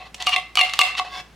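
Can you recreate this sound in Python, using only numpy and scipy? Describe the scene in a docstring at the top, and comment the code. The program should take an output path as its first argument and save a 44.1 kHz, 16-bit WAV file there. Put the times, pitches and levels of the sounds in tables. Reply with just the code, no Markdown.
"""Spooning soup from a can

A metal spoon works thick soup out of a tin can held over a bowl, close by in a kitchen. Tiny slips
rasp and stir the can, and films of soup tear with wet smacks. The spoon knocks the wall into ringing,
squeals as it slides under pressure, and ends on a long scoop. The kitchen answers with a few
reflections and a short tail, over room air and a low appliance hum."""
import sys
import numpy as np
from scipy import signal
from scipy.fft import rfft, irfft
from scipy.io import wavfile
from scipy.ndimage import uniform_filter1d

SR = 44100
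rng = np.random.default_rng(int(sys.argv[2]) if len(sys.argv) > 2 else 0)


def dump(signal):
    """Clip the signal to [-1, 1] and save it as 16-bit WAV at the path in sys.argv[1]."""
    limited = np.clip(np.atleast_2d(signal).T, -1, 1)
    pcm = np.round(limited * 32767).astype(np.int16)
    wavfile.write(sys.argv[1], SR, pcm)


N = 59535
T = np.arange(N) / SR

# partials of the appliance hum: (frequency [Hz], rms level [dB])
HUM_PARTIALS = [(56.6, -54.5), (113, -66)]
# tone of the room air: (frequency [Hz], relative level [dB])
AIR_EQ = [(20, -23), (40, -21), (70, -10), (100, -13.5), (160, -4), (260, -9.5), (500, -11.5),
          (1000, -14.5), (2500, -18), (6000, -26.5), (16000, -41)]
# rasping strokes: (start [s], rise [s], hold [s], release [s], grit level [dB], can ring level [dB])
RASP_STROKES = [(-.01, 0.0041, 0.026, .04, -49.5, -38.5), (0.047, 0.017, 0.0024, .02, -46, -39.5),
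                (0.161, 0.034, 0.011, .01, -48, -45), (0.199, 0.0048, 0.023, .014, -31.5, -36.5),
                (0.218, 0.057, 0.037, .03, -37, -49), (0.309, 0.026, 0.008, .015, -26.5, -30),
                (0.565, 0.019, 0.033, .01, -24.5, -36), (0.614, 0.026, 0.057, .05, -37, -42.5),
                (0.738, 0.0054, .004, 0.014, -35, -38), (0.752, 0.031, 0.016, .01, -34.5, -67),
                (0.826, 0.018, 0.052, .08, -40.5, -37.5), (0.964, 0.019, 0.011, .01, -22.5, -29),
                (1.034, 0.022, 0.011, .04, -43, -39), (1.096, 0.055, 0.055, 0.0063, -39, -39)]
# tone of the rasp: (frequency [Hz], relative level [dB])
GRIT_EQ = [(80, -57), (200, -26), (450, -20), (800, -6), (1600, -5.5), (2300, 1), (3400, 3), (5200, -6.5),
           (7500, -17.5), (11000, -26), (16000, -45)]
# modes of the can, before contact reshapes them: (frequency [Hz], level [dB], t60 [s])
CAN_MODES = [(741, -10.5, 0.16), (1123, -12.5, .12), (1262, -15, 0.02), (1020, -12.5, 0.011),
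             (2077, -7.5, 0.17), (2159, -9, .1), (2620, -24, 0.054), (2696, 1, 0.07), (2764, -5.5, 0.13),
             (3190, -23.5, 0.27), (3476, -7.5, 0.068), (3740, -9.5, 0.063), (4205, -10, 0.057),
             (4090, -21.5, 0.017)]
# soup letting go of the metal: (time [s], level before EQ [dB], t60 [s])
SMACK_HITS = [(.1440, -25, .04), (0.2023, -51, 0.042), (0.224, -14, 0.0067), (.2650, -21, 0.022),
              (0.8078, -13.5, 0.024)]
# tone of a smack: (frequency [Hz], gain [dB])
SMACK_EQ = [(150, -9), (700, -2.5), (1500, -9.5), (3000, 11), (4600, -3), (6300, 2.5), (9000, -10.5),
            (16000, -25)]
# spoon on can: (time [s], ring level [dB], lowest mode gain [dB], next three modes gain [dB],
# singing pair gain [dB], relative tick level [dB], ring length [factor], pitch [factor])
KNOCK_HITS = [(0.2692, -17, 5.5, 14, 2, -8.5, 0.74, 1.045), (0.2923, -28, 8, -13, 7, -13.5, .5, 1.0),
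              (0.3621, -8, 1, 4, -2.5, -11, 0.56, .995), (0.5548, -16.5, -2.5, -19, -26, -12, 0.27, 1.13),
              (0.5721, -6.5, 1.5, 11, 6.5, -8, 0.44, 1.085), (0.5922, -22, 5, -12, -3, -6, 0.33, 0.76),
              (0.6117, -1.5, 0.5, -2, 2, -2.5, 0.73, 1.012), (0.6957, -22, -4, -19, -22, -23, 0.2, 1.0),
              (.7360, -15.5, -39, 6, 2, -13, 0.26, 1.0), (.7903, -9, -0.5, 17, 8, 4, 0.61, 1.035),
              (.8142, 1, -1.5, 0.5, 2.5, 3.5, 0.7, 1.003), (.9510, -24.5, -12, 9.5, 3, -35, 0.42, 0.99),
              (.9950, -23.5, 13, 19.5, -17, -30, 0.7, 1), (1.0485, -34.5, 17, 7, -22, -37, 0.5, 0.72)]
# tone of the tick, from dense, fast-dying modes of spoon and rim: (frequency [Hz], gain [dB])
TICK_EQ = [(80, -65), (300, -21), (600, -10), (1200, -3.5), (1650, -7), (2600, 0), (4300, 2), (6000, -5.5),
           (9500, -12), (13000, -24), (16500, -28)]
# slides under pressure: (start [s], length [s], level [dB], wall stiffening at start, at end [ratio])
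SQUEAL_SLIDES = [(.270, 0.022, -22, 0.035, -0.0076), (0.319, 0.031, -18.5, 0.0093, -0.0035),
                 (.571, .043, -11, 0.0797, -0.032), (.790, 0.02, -17.5, 0.051, 0.034)]
# modes of the pressed wall: (frequency [Hz], level [dB], response to stiffening [factor])
PRESSED_MODES = [(1142.3, -7, 0.3), (2325, -3.5, 1.97), (2808, 3, 0.971), (3182, -11.5, 0.65),
                 (4250, -12, 1.2), (5720, -19.5, 0.648)]
# the last long scoop: (start [s], rise [s], hold [s], release [s])
SCOOP_STROKE = (1.08, 0.0674, 0.062, 0.0088)
# resonances that move as the spoon climbs the wall: (from [Hz], to [Hz], width [Hz], level [dB])
SCOOP_GLIDES = [(1100, 1122, 23, -43.5), (1600, 1660, 66, -44.5), (1996, 2310, 40, -43),
                (3630, 3400, 140, -41.5), (4450, 5280, 360, -45)]
# reflections off bowl, counter and walls: (left delay [s], right delay [s], gain [factor])
REFLECTIONS = [(.0011, 0.00091, 0.31), (.0034, .00345, -0.055), (.0095, 0.011, 0.046), (.0189, .019, 0.19),
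               (.0243, .0242, 0.11), (.0352, .0353, 0.11)]
# the kitchen's reverb tail: (frequency [Hz], t60 [s], level [dB])
TAIL_BANDS = [(189, 0.53, -20), (424, 0.13, 3.5), (810, 0.31, -11), (1400, 0.47, -8.5), (2600, 0.35, -9.5),
              (4500, 0.39, -12), (8900, 0.29, -11), (16000, 0.16, -3.5)]
# stereo width of the tail: (frequency [Hz], side gain [dB])
TAIL_SIDE_EQ = [(200, -5), (600, -10), (1200, -8), (2600, -5.5), (5000, 3), (12000, 5.5)]


def amp(db):
    """Decibels to gain."""
    return 10 ** (np.asarray(db) / 20)


def unit_rms(x):
    """Scales to an rms of 1."""
    return x / np.sqrt(np.mean(x ** 2) + 1e-20)


def eq(x, curve):
    """Minimum-phase EQ along a curve of (frequency [Hz], gain [dB])."""
    size = 2 * x.shape[-1]
    hz, db = np.transpose(curve)
    log_hz = np.log(np.fft.rfftfreq(size, 1 / SR) + 1)
    cepstrum = irfft(np.log(amp(np.interp(log_hz, np.log(hz), db))))
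    cepstrum[1:size // 2] *= 2
    cepstrum[size // 2 + 1:] = 0
    return irfft(rfft(x, size) * np.exp(rfft(cepstrum)))[..., :size // 2]


def decay(t, t60):
    """Envelope that falls 60 dB in t60 seconds."""
    return np.exp(-np.log(1000) * t / max(t60, 1e-3))


def place(mix, start, sound):
    """Mixes a sound in at a start time in seconds."""
    part = mix[max(round(start * SR), 0):][:len(sound)]
    part += sound[:len(part)]


def stereo_noise(correlation):
    """Left and right white noise, partly alike."""
    mid, side = rng.standard_normal((2, N))
    return np.sqrt((1 + correlation) / 2) * mid + np.sqrt((1 - correlation) / 2) * np.array([side, -side])


def room_tone():
    """A steady bed of appliance hum and soft room air."""
    hum = sum(amp(db) * np.sqrt(2) * np.sin(2 * np.pi * (hz * T + rng.random()))
              for hz, db in HUM_PARTIALS)
    air = amp(-52.5) * unit_rms(eq(stereo_noise(correlation=0.78), AIR_EQ))
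    return hum + air


def friction(slips_per_s=4500, spread_db=4):
    """A dense crackle of tiny slips of uneven size."""
    slips = (rng.random(N) < slips_per_s / SR) * rng.choice([-1, 1], N)
    size_db = spread_db * np.minimum(rng.exponential(1, N), np.pi)
    return unit_rms(slips * amp(size_db))


def stroke_force(start, rise, hold, release):
    """The push of one stroke: ramp up, hold, ramp down."""
    return np.interp(T, start + np.cumsum([0, rise, hold, release]), [0, 1, 1, 0])


def can_ring(lowest_db, next_db, pair_db, length, pitch):
    """The can rings: the contact point weights its modes, and pressure retunes all but the lowest."""
    t = T[:SR // 2]
    contact_db = [lowest_db] + [next_db] * 3 + [0] * 3 + [pair_db] * 2 + [0] * 5
    ring = np.zeros(len(t))
    for k, (hz, db, t60) in enumerate(CAN_MODES):
        polarity = (-1) ** (k // 2)
        tone = polarity * np.sin(2 * np.pi * hz * (pitch if k else 1) * t)
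        ring += amp(db + contact_db[k]) * decay(t, t60 * length) * tone
    return ring


def rasps():
    """The slips under each stroke sound as grit and stir the can."""
    slips, grit_level, ring_level = friction(), np.zeros(N), np.zeros(N)
    for *timing, grit_db, ring_db in RASP_STROKES:
        force = stroke_force(*timing)
        grit_level += amp(grit_db) * force
        ring_level += amp(ring_db) * force
    grit = grit_level * unit_rms(eq(slips, GRIT_EQ))
    body = can_ring(lowest_db=7.5, next_db=7.5, pair_db=0, length=0.33, pitch=0.97)
    return grit + signal.fftconvolve(ring_level * slips, body / np.linalg.norm(body))[:N]


def smacks(attack_s=0.00047):
    """Films of soup tear in short, bright, wet bursts."""
    bursts, t = np.zeros(N), T[:SR // 10]
    for start, db, t60 in SMACK_HITS:
        envelope = np.minimum(t / attack_s, 1) * decay(t, t60)
        place(bursts, start, amp(db) * envelope * rng.standard_normal(len(t)))
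    return eq(bursts, SMACK_EQ)


def knocks(tick_gain_db=1.02, low_cut_hz=413):
    """The spoon hits the wall: a bright tick on top of the ring of the can."""
    rings, ticks, t = np.zeros(N), np.zeros(N), T[:SR // 8]
    tick_envelope = decay(t, t60=0.013) + amp(-14) * decay(t, t60=0.087)
    for start, ring_db, lowest_db, next_db, pair_db, tick_db, length, pitch in KNOCK_HITS:
        place(rings, start, amp(ring_db) * can_ring(lowest_db, next_db, pair_db, length, pitch))
        place(ticks, start, amp(tick_db) * tick_envelope * rng.choice([-1, 1], len(t)))
    # the low cut keeps the start of each ring free of thump
    low_cut = signal.butter(3, low_cut_hz, "high", fs=SR, output="sos")
    return signal.sosfilt(low_cut, rings) + amp(tick_gain_db) * eq(ticks, TICK_EQ)


def wobble(size, hz):
    """Smooth random modulation with an rms near 1."""
    low_pass = signal.butter(2, hz, fs=SR, output="sos")
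    return unit_rms(signal.sosfilt(low_pass, rng.standard_normal(N)))[-size:]


def squeals(chatter_hz=259.26, roughness=0.43, pitch_jitter=0.011):
    """Stick and slip keep the pressed wall singing; its modes sink as the spoon slides on."""
    out = np.zeros(N)
    for start, length, db, stiff_start, stiff_end in SQUEAL_SLIDES:
        progress = np.linspace(0, 1, round(length * SR))
        stiffening = stiff_start + (stiff_end - stiff_start) * progress
        swell = abs(np.sin(np.pi * progress)) ** 0.97
        chatter = 1 + roughness * wobble(len(progress), chatter_hz)
        for hz, mode_db, response in PRESSED_MODES:
            glide_hz = hz * (1 + response * stiffening + pitch_jitter * wobble(len(progress), chatter_hz))
            tone = np.sin(2 * np.pi * np.cumsum(glide_hz) / SR)
            place(out, start, amp(db + mode_db) * swell * chatter * tone)
    return out


def scoop():
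    """A long drag through gliding resonances, ending as the spoon leaves the rim."""
    slips, out = friction(), np.zeros(N)
    for from_hz, to_hz, width_hz, db in SCOOP_GLIDES:
        glide_hz = np.interp(T, [SCOOP_STROKE[0], sum(SCOOP_STROKE)], [from_hz, to_hz])
        carrier = np.exp(2j * np.pi * np.cumsum(glide_hz) / SR)
        pole = np.exp(-np.pi * width_hz / SR)
        # swept band-pass: shift down, smooth, shift back up
        resonance = carrier * signal.lfilter([1 - pole], [1, -pole], slips / carrier)
        out += amp(db) * unit_rms(resonance.imag)
    return out * stroke_force(*SCOOP_STROKE)


def kitchen_tail(fade_in_s=0.0053):
    """The room's diffuse response: stereo noise, each band dying at its own rate."""
    noise = stereo_noise(correlation=0.58)[:, :SR // 2]
    mid = noise.mean(0)
    hz, t, spectrum = signal.stft(mid + eq(noise - mid, TAIL_SIDE_EQ), SR, nperseg=256)
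    band_hz, t60, db = np.transpose(TAIL_BANDS)
    t60, db = (np.interp(np.log(hz + 1), np.log(band_hz), column)[:, None] for column in (t60, db))
    rate = np.log(1000) / t60
    envelope = amp(db) * np.sqrt(2 * rate / SR) * np.exp(-rate * t)
    tail = signal.istft(spectrum * envelope, SR, nperseg=256)[1]
    return tail * np.minimum(T[:tail.shape[1]] / fade_in_s, 1) ** 2


def kitchen(direct):
    """Direct sound, a few near reflections and a short tail."""
    out = np.array([direct, direct])
    for left_s, right_s, gain in REFLECTIONS:
        place(out[0], left_s, gain * direct)
        place(out[1], right_s, gain * direct)
    return out + signal.fftconvolve(direct[None], kitchen_tail(), axes=1)[:, :N]


def scene():
    """Spoon and can in the kitchen, panned a touch right, over the room tone."""
    spooning = knocks() + squeals() + rasps() + scoop() + smacks()
    pan = amp([[-0.35], [0.35]])
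    return kitchen(spooning) * pan + room_tone()


def record(dry):
    """A limiter ducks the hard knocks and recovers while they ring; then a soft clip and a high cut."""
    threshold_db, slope, attack_s, release_db_per_s = -6, 0.78, 0.0036, 316
    high_cut_hz = 16300
    peak_db = 20 * np.log10(abs(dry).max(0) + 1e-9)
    held_db = np.maximum.accumulate(peak_db + release_db_per_s * T) - release_db_per_s * T
    duck_db = uniform_filter1d(slope * np.maximum(held_db - threshold_db, 0), round(attack_s * SR))
    limited = dry * amp(-duck_db)
    rounded = limited / (1 + limited ** 12) ** (1 / 12)
    high_cut = signal.firwin(255, high_cut_hz, window=("kaiser", 9), fs=SR)
    return signal.oaconvolve(rounded, high_cut[None], "same")


dry = scene()
out = record(dry)
dump(out)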